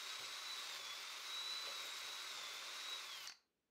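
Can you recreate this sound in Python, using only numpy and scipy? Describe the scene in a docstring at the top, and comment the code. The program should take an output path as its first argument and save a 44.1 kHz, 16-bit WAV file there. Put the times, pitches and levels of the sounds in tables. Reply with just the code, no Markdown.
"""A power drill turns a large bit in a hole in a wooden workbench, close by in a small workshop.
From the start the gear teeth whine and rattle the housing, the brushes fizz, and the bit scrapes chips and
shakes the bench with rumbles and groans; twice the pitch sags under load and recovers.
Near the end the trigger is eased and the motor slows; the brake then stops the chuck in a quick cluster
of clacks, the chuck and bit ring on, and the quiet workshop air is left."""
import sys
import numpy as np
from scipy import signal
from scipy.fft import rfft, irfft
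from scipy.io import wavfile
from scipy.ndimage import uniform_filter1d

SR = 44100
rng = np.random.default_rng(int(sys.argv[2]) if len(sys.argv) > 2 else 0)


def transcribe(signal):
    """Save signal, clipped to [-1, 1], as a 16-bit WAV file at the path in sys.argv[1]."""
    frames = np.atleast_2d(signal).T
    limited = np.clip(frames, -1, 1)
    pcm = np.round(limited * 32767).astype(np.int16)
    wavfile.write(sys.argv[1], SR, pcm)


N = 163170
T = np.arange(N) / SR

# In every spectrum below, density/dB is a relative tone colour per Hz; the level is set apart from it.
# quiet workshop air: [f/Hz, density/dB]
AIR_SPECTRUM = [(15,-43),(30,-18.5),(55,-0.5),(100,-9.5),(230,-1),(480,-2),(750,-11.5),(3000,-14),(15500,-29.5)]
AIR_DB = -90
# workshop reverberation: [f/Hz, t60/s]
ROOM_DECAY = [(100,0.13),(600,0.5),(2000,0.29),(5000,0.24),(14000,0.29)]
ROOM_SEND_DB, TONE_SEND_DB, REFLECTIONS_PER_S = -10, -4, 3000

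# bench rumble under the bit: [f/Hz, density/dB], then [t/s, level/dB]
RUMBLE_SPECTRUM = [(25,-28),(48,-32),(64,-14.5),(80,1),(100,-8.5),(138,1.5),(175,-16),(300,-2),(800,-76)]
RUMBLE_LEVEL = [(0,-90),(.17,-97),(.2,-73),(.28,-81),(.4,-91),(.5,-102),(.6,-88),(.7,-85),(.78,-84),(.93,-83),(1.1,-95),(1.6,-89.5),(1.7,-84.5),(1.87,-84),(1.98,-96),(2.06,-80.5),(2.22,-95),(2.37,-77.5),(2.55,-86),(2.72,-95),(2.9,-95),(3.25,-87.5)]
# bench groan under the bit: [f/Hz, density/dB], then [t/s, level/dB]
GROAN_SPECTRUM = [(150,-33),(270,-6.5),(380,0.5),(560,6),(750,-2),(1400,-27)]
GROAN_LEVEL = [(0,-74),(.16,-74),(.21,-64.5),(.36,-75),(.5,-86),(.59,-71),(.78,-70),(1.1,-75),(1.6,-73.5),(1.69,-62.5),(1.79,-75),(1.87,-61.5),(1.95,-96),(2.07,-65.5),(2.2,-80),(2.36,-70),(2.55,-70.5),(2.67,-69),(2.78,-73),(2.9,-67),(3.05,-77),(3.25,-77.5)]
# bit scraping out chips: [f/Hz, density/dB], then [t/s, level/dB]
SCRAPE_SPECTRUM = [(250,-25.5),(450,-11),(800,2),(2000,3),(4500,10),(6500,0),(9000,-9.5),(15500,-20)]
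SCRAPE_LEVEL = [(0,-57.5),(.3,-59),(.45,-66),(.7,-57),(1.1,-60),(1.5,-63.5),(1.75,-61),(2.05,-83.5),(2.4,-56),(2.7,-71.5),(3,-63),(3.25,-70.5)]
CHIPS_PER_S, CHIP_SPREAD_DB = 730, 2

# brake blows: [t/s, snap level/dB, body level/dB]
CLACKS = [(3.257,-52,-56),(3.2706,-51,-53),(3.2742,-37.5,-48),(3.2963,-45.5,-44.5),(3.321,-54,-50.5)]
# short ring of the spindle lock: [f/Hz, level/dB, t60/s]
LOCK_RING = [(4450,-5,.012),(5350,0,.006),(6150,-3,.008)]
# broad tick in each snap: [f/Hz, density/dB]
TICK_SPECTRUM = [(30,-1),(100,-3),(300,-3),(1000,-6),(4000,1),(7000,12),(10000,-1),(15500,-21)]
# contact noise in each clack: [f/Hz, density/dB]
BODY_SPECTRUM = [(100,-30.5),(400,-15),(1000,-10.5),(1600,-3),(2300,-1.5),(3200,-9.5),(4400,-12),(6200,-8),(7000,-20),(15500,-46)]
# ring of the loose chuck and bit: [f/Hz, level/dB, t60/s]
CHUCK_RING = [(1870,-73.5,0.24),(2070,-76,0.14),(3990,-63,.19),(4160,-58,0.3),(4420,-62.5,0.18),(4530,-68,.25),(4530,-48.5,0.22),(4974,-63,0.21),(5400,-72,0.27),(6067,-76,.23),(6500,-66,0.28)]
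TICK_DB, BODY_DECAY_S, CHATTER_HZ = 5, .0035, 140
STOP_S, RUN_OUT_S = 3.266, .018  # start and time constant of the drill's fade

# fizz of the motor brushes: [f/Hz, density/dB], then [t/s, level/dB]
FIZZ_SPECTRUM = [(4000,-37.5),(9000,-5.5),(11500,-4),(13400,2),(15500,-2.5)]
FIZZ_LEVEL = [(0,-70),(.34,-71),(.76,-66.5),(1.1,-70),(1.41,-70),(1.58,-71),(1.77,-68),(2.05,-69),(2.38,-69),(2.7,-71.5),(3.05,-71),(3.25,-67.5)]
SPARKS_PER_S, SPARK_SPREAD_DB, FIZZ_THROB = 1700, 2.8, 0.18

# gear rattle: [f/Hz, density/dB], then [t/s, level/dB]
RATTLE_SPECTRUM = [(30,-57),(90,-40.5),(170,-33.5),(260,-22),(370,-16),(560,-18.5),(700,-20.5),(830,-11.5),(1040,-7),(1450,-3.5),(1780,-9.5),(2100,-4),(2500,-4.5),(2950,-9.5),(3600,-4),(4220,-5),(5650,-9.5),(6700,-11.5),(8300,-20),(11600,-28),(13300,-29),(15500,-34)]
RATTLE_LEVEL = [(0,-52.5),(.4,-52.5),(.6,-51.5),(.73,-52.5),(.8,-54.5),(1.15,-53),(1.5,-52),(1.8,-51.5),(2.05,-51.5),(2.6,-53),(2.75,-51.5),(3,-53),(3.25,-56)]
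# housing and chuck resonances: [f/Hz, width/Hz, level/dB]
HOUSING_MODES = [(567,45,-80.5),(610,23,-78.5),(1051,37,-68),(1148,60,-71.5),(1387.5,17,-71.5),(2074,78,-67.5),(2605,43,-73.5),(3910,97,-66.5),(4344,60,-73.5),(5125,22,-68.5),(5570,4.7,-73),(6310,95,-75),(6500,60,-90),(7700,90,-81),(9190,110,-81),(10260,170,-76.5)]
KNOCKS_PER_S, KNOCK_SPREAD_DB, GRIND_SHARE = 4500, 0, 0.59
TURN_DEPTH, CARRIER_DEPTH = 0.11, 0.05  # throb with the shaft and with the planet carrier
CARRIER_RATIO = 6  # shaft turns per carrier turn

# gear-mesh pitch, following motor speed: [t/s, f/Hz]
MESH_PITCH = [(0, 3765), (0.06, 3800), (0.17, 3885), (0.35, 3880), (0.51, 3970), (0.65, 3800), (0.84, 3427),
              (0.93, 3398), (1.02, 3578), (1.33, 3880), (1.42, 3912), (1.53, 3968), (1.68, 3974),
              (1.79, 3837), (1.9, 3784), (2.02, 3837), (2.14, 3886), (2.25, 3913), (2.42, 3563),
              (2.52, 3452), (2.72, 3773), (2.92, 3898), (2.98, 3848), (3.14, 3265), (3.26, 2888)]
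# mesh whine: [t/s, level/dB]
WHINE_LEVEL = [(0,-57),(.3,-60),(.4,-57.5),(.53,-52),(.72,-65),(.92,-57.5),(1.12,-70),(1.25,-60),(1.35,-48),(1.47,-47.5),(1.65,-52.5),(1.9,-56),(2.25,-57.5),(2.34,-57),(2.46,-57.5),(2.65,-65),(2.8,-61),(2.92,-48),(3.03,-64.5),(3.15,-54),(3.26,-78)]
# octave of the mesh whine: [t/s, level/dB]
OCTAVE_LEVEL = [(0,-71),(.3,-68),(.45,-82),(.6,-70),(.8,-70),(1.22,-83),(1.4,-71),(1.55,-81),(1.88,-64.5),(2.15,-75),(2.3,-66.5),(2.5,-69),(2.7,-80),(2.92,-69.5),(3.03,-76.5),(3.15,-84)]
# weaker motor tones: [multiple of the shaft rate, level/dB]
MOTOR_TONES = [(5,-73.5),(10,-76.5),(11,-73.5),(13,-78.5),(20,-77),(22,-74.5),(24,-79),(25,-72.5),(34,-80.5),(35,-81),(36,-87),(40,-90)]
# resonances that lift a motor tone gliding through: [f/Hz, width/Hz, lift/dB]
TONE_LIFTS = [(2100,190,10.5)]
TEETH = 15
JITTER, JITTER_HZ = .0016, 92.5  # share of the pitch, rate
WAVER_DB, WAVER_HZ = 1.64, 45
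FRAY_DB, FRAY_HZ = -64, 130
FLICKER_DB, FLICKER_HZ = 3.5, 17

EDGE_HZ = 15720  # cutoff of the final low-pass


def amp(db):
    """Turn decibels into a gain."""
    return 10 ** (np.asarray(db) / 20)


def unit(x):
    """Bring a signal to an RMS of one."""
    return x / np.sqrt(np.mean(x ** 2) + 1e-20)


def curve(points):
    """Draw straight automation lines between timed points."""
    return np.interp(T, *np.transpose(points))


def read(points, hz):
    """Read a spectrum between its points along log frequency."""
    f, value = np.transpose(points)
    return np.interp(np.log(hz + 1), np.log(f + 1), value)


def colour(x, spectrum, size=4096):
    """Causal minimum-phase filter with the given spectrum and unit power gain."""
    log_gain = np.log(amp(read(spectrum, abs(np.fft.fftfreq(size, 1 / SR)))))
    response = np.exp(signal.hilbert(log_gain).conj())
    taps = np.fft.ifft(response).real[:size // 2]
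    return signal.oaconvolve(x, taps / np.linalg.norm(taps))[:N]


def noise():
    """White noise for the whole scene."""
    return rng.standard_normal(N)


def wander(hz):
    """Smooth random drift of about unit RMS, rolling off around the given rate."""
    size = 8192
    rates = np.fft.rfftfreq(size, T[-1] / size)
    slow = irfft(rfft(rng.standard_normal(size)) / (1 + (rates / hz) ** 2))
    return np.interp(T, np.linspace(0, T[-1], size), unit(slow))


def fuzz(hz):
    """Narrow complex noise that frays a tone."""
    return (wander(hz) + 1j * wander(hz)) / np.sqrt(2)


def impacts(rate, spread_db):
    """Tiny blows at random times and of random sign; the spread makes their sizes uneven."""
    size = amp(spread_db * np.minimum(rng.exponential(1, N), 4))
    return unit(size * rng.choice([-1, 1], N) * (rng.random(N) < rate / SR))


def resonate(x, hz, width):
    """Ring one damped mode and bring it to unit RMS."""
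    pole = np.exp((-np.pi * width + 2j * np.pi * hz) / SR)
    return unit(signal.lfilter([1], [1, -pole], x).real)


def burst(start, decay_s):
    """A puff of contact noise that dies quickly."""
    return noise() * (T >= start) * np.exp(-abs(T - start) / decay_s)


def workshop_air():
    """Steady coloured noise of the quiet workshop."""
    return amp(AIR_DB) * colour(noise(), AIR_SPECTRUM)


def room(x, size=22050):
    """Dense random reflections after a 3 ms gap, each band dying at its own speed."""
    taps = rng.standard_normal(size) * (rng.random(size) < REFLECTIONS_PER_S / SR) * (T[:size] > .003)
    hz, t, bands = signal.stft(taps, SR, nperseg=256)
    decay = amp(-60 * t / read(ROOM_DECAY, hz)[:, None])
    tail = signal.istft(bands * decay, SR, nperseg=256)[1]
    return signal.fftconvolve(x, tail / np.linalg.norm(tail))[:N]


def bench():
    """The bit shakes the bench: low noise makes the rumble, a stream of small blows the groan."""
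    rumble = colour(noise(), RUMBLE_SPECTRUM) * amp(curve(RUMBLE_LEVEL))
    groan = colour(impacts(600, 1.5), GROAN_SPECTRUM) * amp(curve(GROAN_LEVEL))
    return rumble + groan


def chips():
    """The bit tears chips from the wood, each one a tiny blow, in an unsteady scrape."""
    level_db = curve(SCRAPE_LEVEL) + 2 * wander(37)
    return colour(impacts(CHIPS_PER_S, CHIP_SPREAD_DB), SCRAPE_SPECTRUM) * amp(level_db)


def brake():
    """The spindle lock snaps shut and rebounds; the hardest blow sets the loose chuck ringing and chattering."""
    blows = sum(amp(db) * (np.arange(N) == round(s * SR)) for s, db, _ in CLACKS)
    lock = np.zeros(N)
    for k, (hz, db, t60) in enumerate(LOCK_RING):
        lock += (-1) ** k * amp(db - 60 * T / t60) * np.sin(2 * np.pi * hz * T)  # alternate polarity
    snaps = signal.fftconvolve(blows, lock)[:N] + amp(TICK_DB) * colour(blows, TICK_SPECTRUM)
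    bodies = colour(sum(amp(db) * burst(s, BODY_DECAY_S) for s, _, db in CLACKS), BODY_SPECTRUM)

    hardest_s = max(CLACKS, key=lambda row: row[1])[0]
    age = np.maximum(T - hardest_s, 0)
    ring = np.zeros(N)
    for hz, db, t60 in CHUCK_RING:
        tone = fuzz(CHATTER_HZ) * np.exp(2j * np.pi * hz * age)
        ring += amp(db - 60 * age / t60) * tone.real
    return snaps + bodies + ring * (age > 0)


def brushes(turns):
    """Tiny sparks at the commutator, swelling with each turn of the planet carrier."""
    throb = 1 + FIZZ_THROB * np.cos(2 * np.pi * turns / CARRIER_RATIO)
    level_db = curve(FIZZ_LEVEL) + 2 * wander(14)
    return colour(impacts(SPARKS_PER_S, SPARK_SPREAD_DB), FIZZ_SPECTRUM) * throb * amp(level_db)


def gears(turns):
    """Teeth knock and grind, throbbing with the shaft and the planet carrier, and ring the housing."""
    shaft_throb = TURN_DEPTH * np.cos(2 * np.pi * turns)
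    carrier_throb = CARRIER_DEPTH * np.cos(2 * np.pi * turns / CARRIER_RATIO)
    force = (1 + shaft_throb + carrier_throb) * amp(curve(RATTLE_LEVEL) + 0.49 * wander(70))
    knocks = unit(impacts(KNOCKS_PER_S, KNOCK_SPREAD_DB) + GRIND_SHARE * noise())
    ring = sum(amp(db) * resonate(force * noise(), hz, width) for hz, width, db in HOUSING_MODES)
    return colour(force * knocks, RATTLE_SPECTRUM) + ring


def whine(turns, shaft_hz):
    """The gear mesh sings, frayed by backlash, over weaker multiples of the shaft rate."""
    mesh = amp(curve(WHINE_LEVEL) + WAVER_DB * wander(WAVER_HZ)) + amp(FRAY_DB) * fuzz(FRAY_HZ)
    octave = amp(curve(OCTAVE_LEVEL) + WAVER_DB * wander(WAVER_HZ))
    tooth = np.exp(2j * np.pi * TEETH * turns)
    out = (mesh * tooth + octave * tooth ** 2).real  # squaring doubles the pitch
    for k, db in MOTOR_TONES:
        lift_db = sum(lift / (1 + (2 * (k * shaft_hz - hz) / width) ** 2) for hz, width, lift in TONE_LIFTS)
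        level = amp(db + lift_db + FLICKER_DB * wander(FLICKER_HZ))
        out += level * np.sin(2 * np.pi * (k * turns + rng.random()))
    return np.sqrt(2) * out  # makes the levels RMS


def scene():
    """Motor speed drives whine, rattle and fizz; the drill fades as the brake bites, all in the centre."""
    mesh_hz = uniform_filter1d(curve(MESH_PITCH), size=1500) * (1 + JITTER * wander(JITTER_HZ))
    shaft_hz = mesh_hz / TEETH
    turns = np.cumsum(shaft_hz) / SR
    running = np.exp(-np.maximum(T - STOP_S, 0) / RUN_OUT_S)
    tones = running * whine(turns, shaft_hz)
    noises = running * (gears(turns) + brushes(turns) + chips() + bench()) + brake()
    reverb = amp(ROOM_SEND_DB) * room(noises + amp(TONE_SEND_DB) * tones)
    mono = tones + noises + reverb + workshop_air()
    return np.array([mono, mono])


def record(dry):
    """A steep linear-phase low-pass takes off the extreme treble."""
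    taps = signal.firwin(1023, EDGE_HZ, window=("kaiser", 9), fs=SR)
    return signal.oaconvolve(dry, taps[None], "same")


dry = scene()
out = record(dry)
transcribe(out)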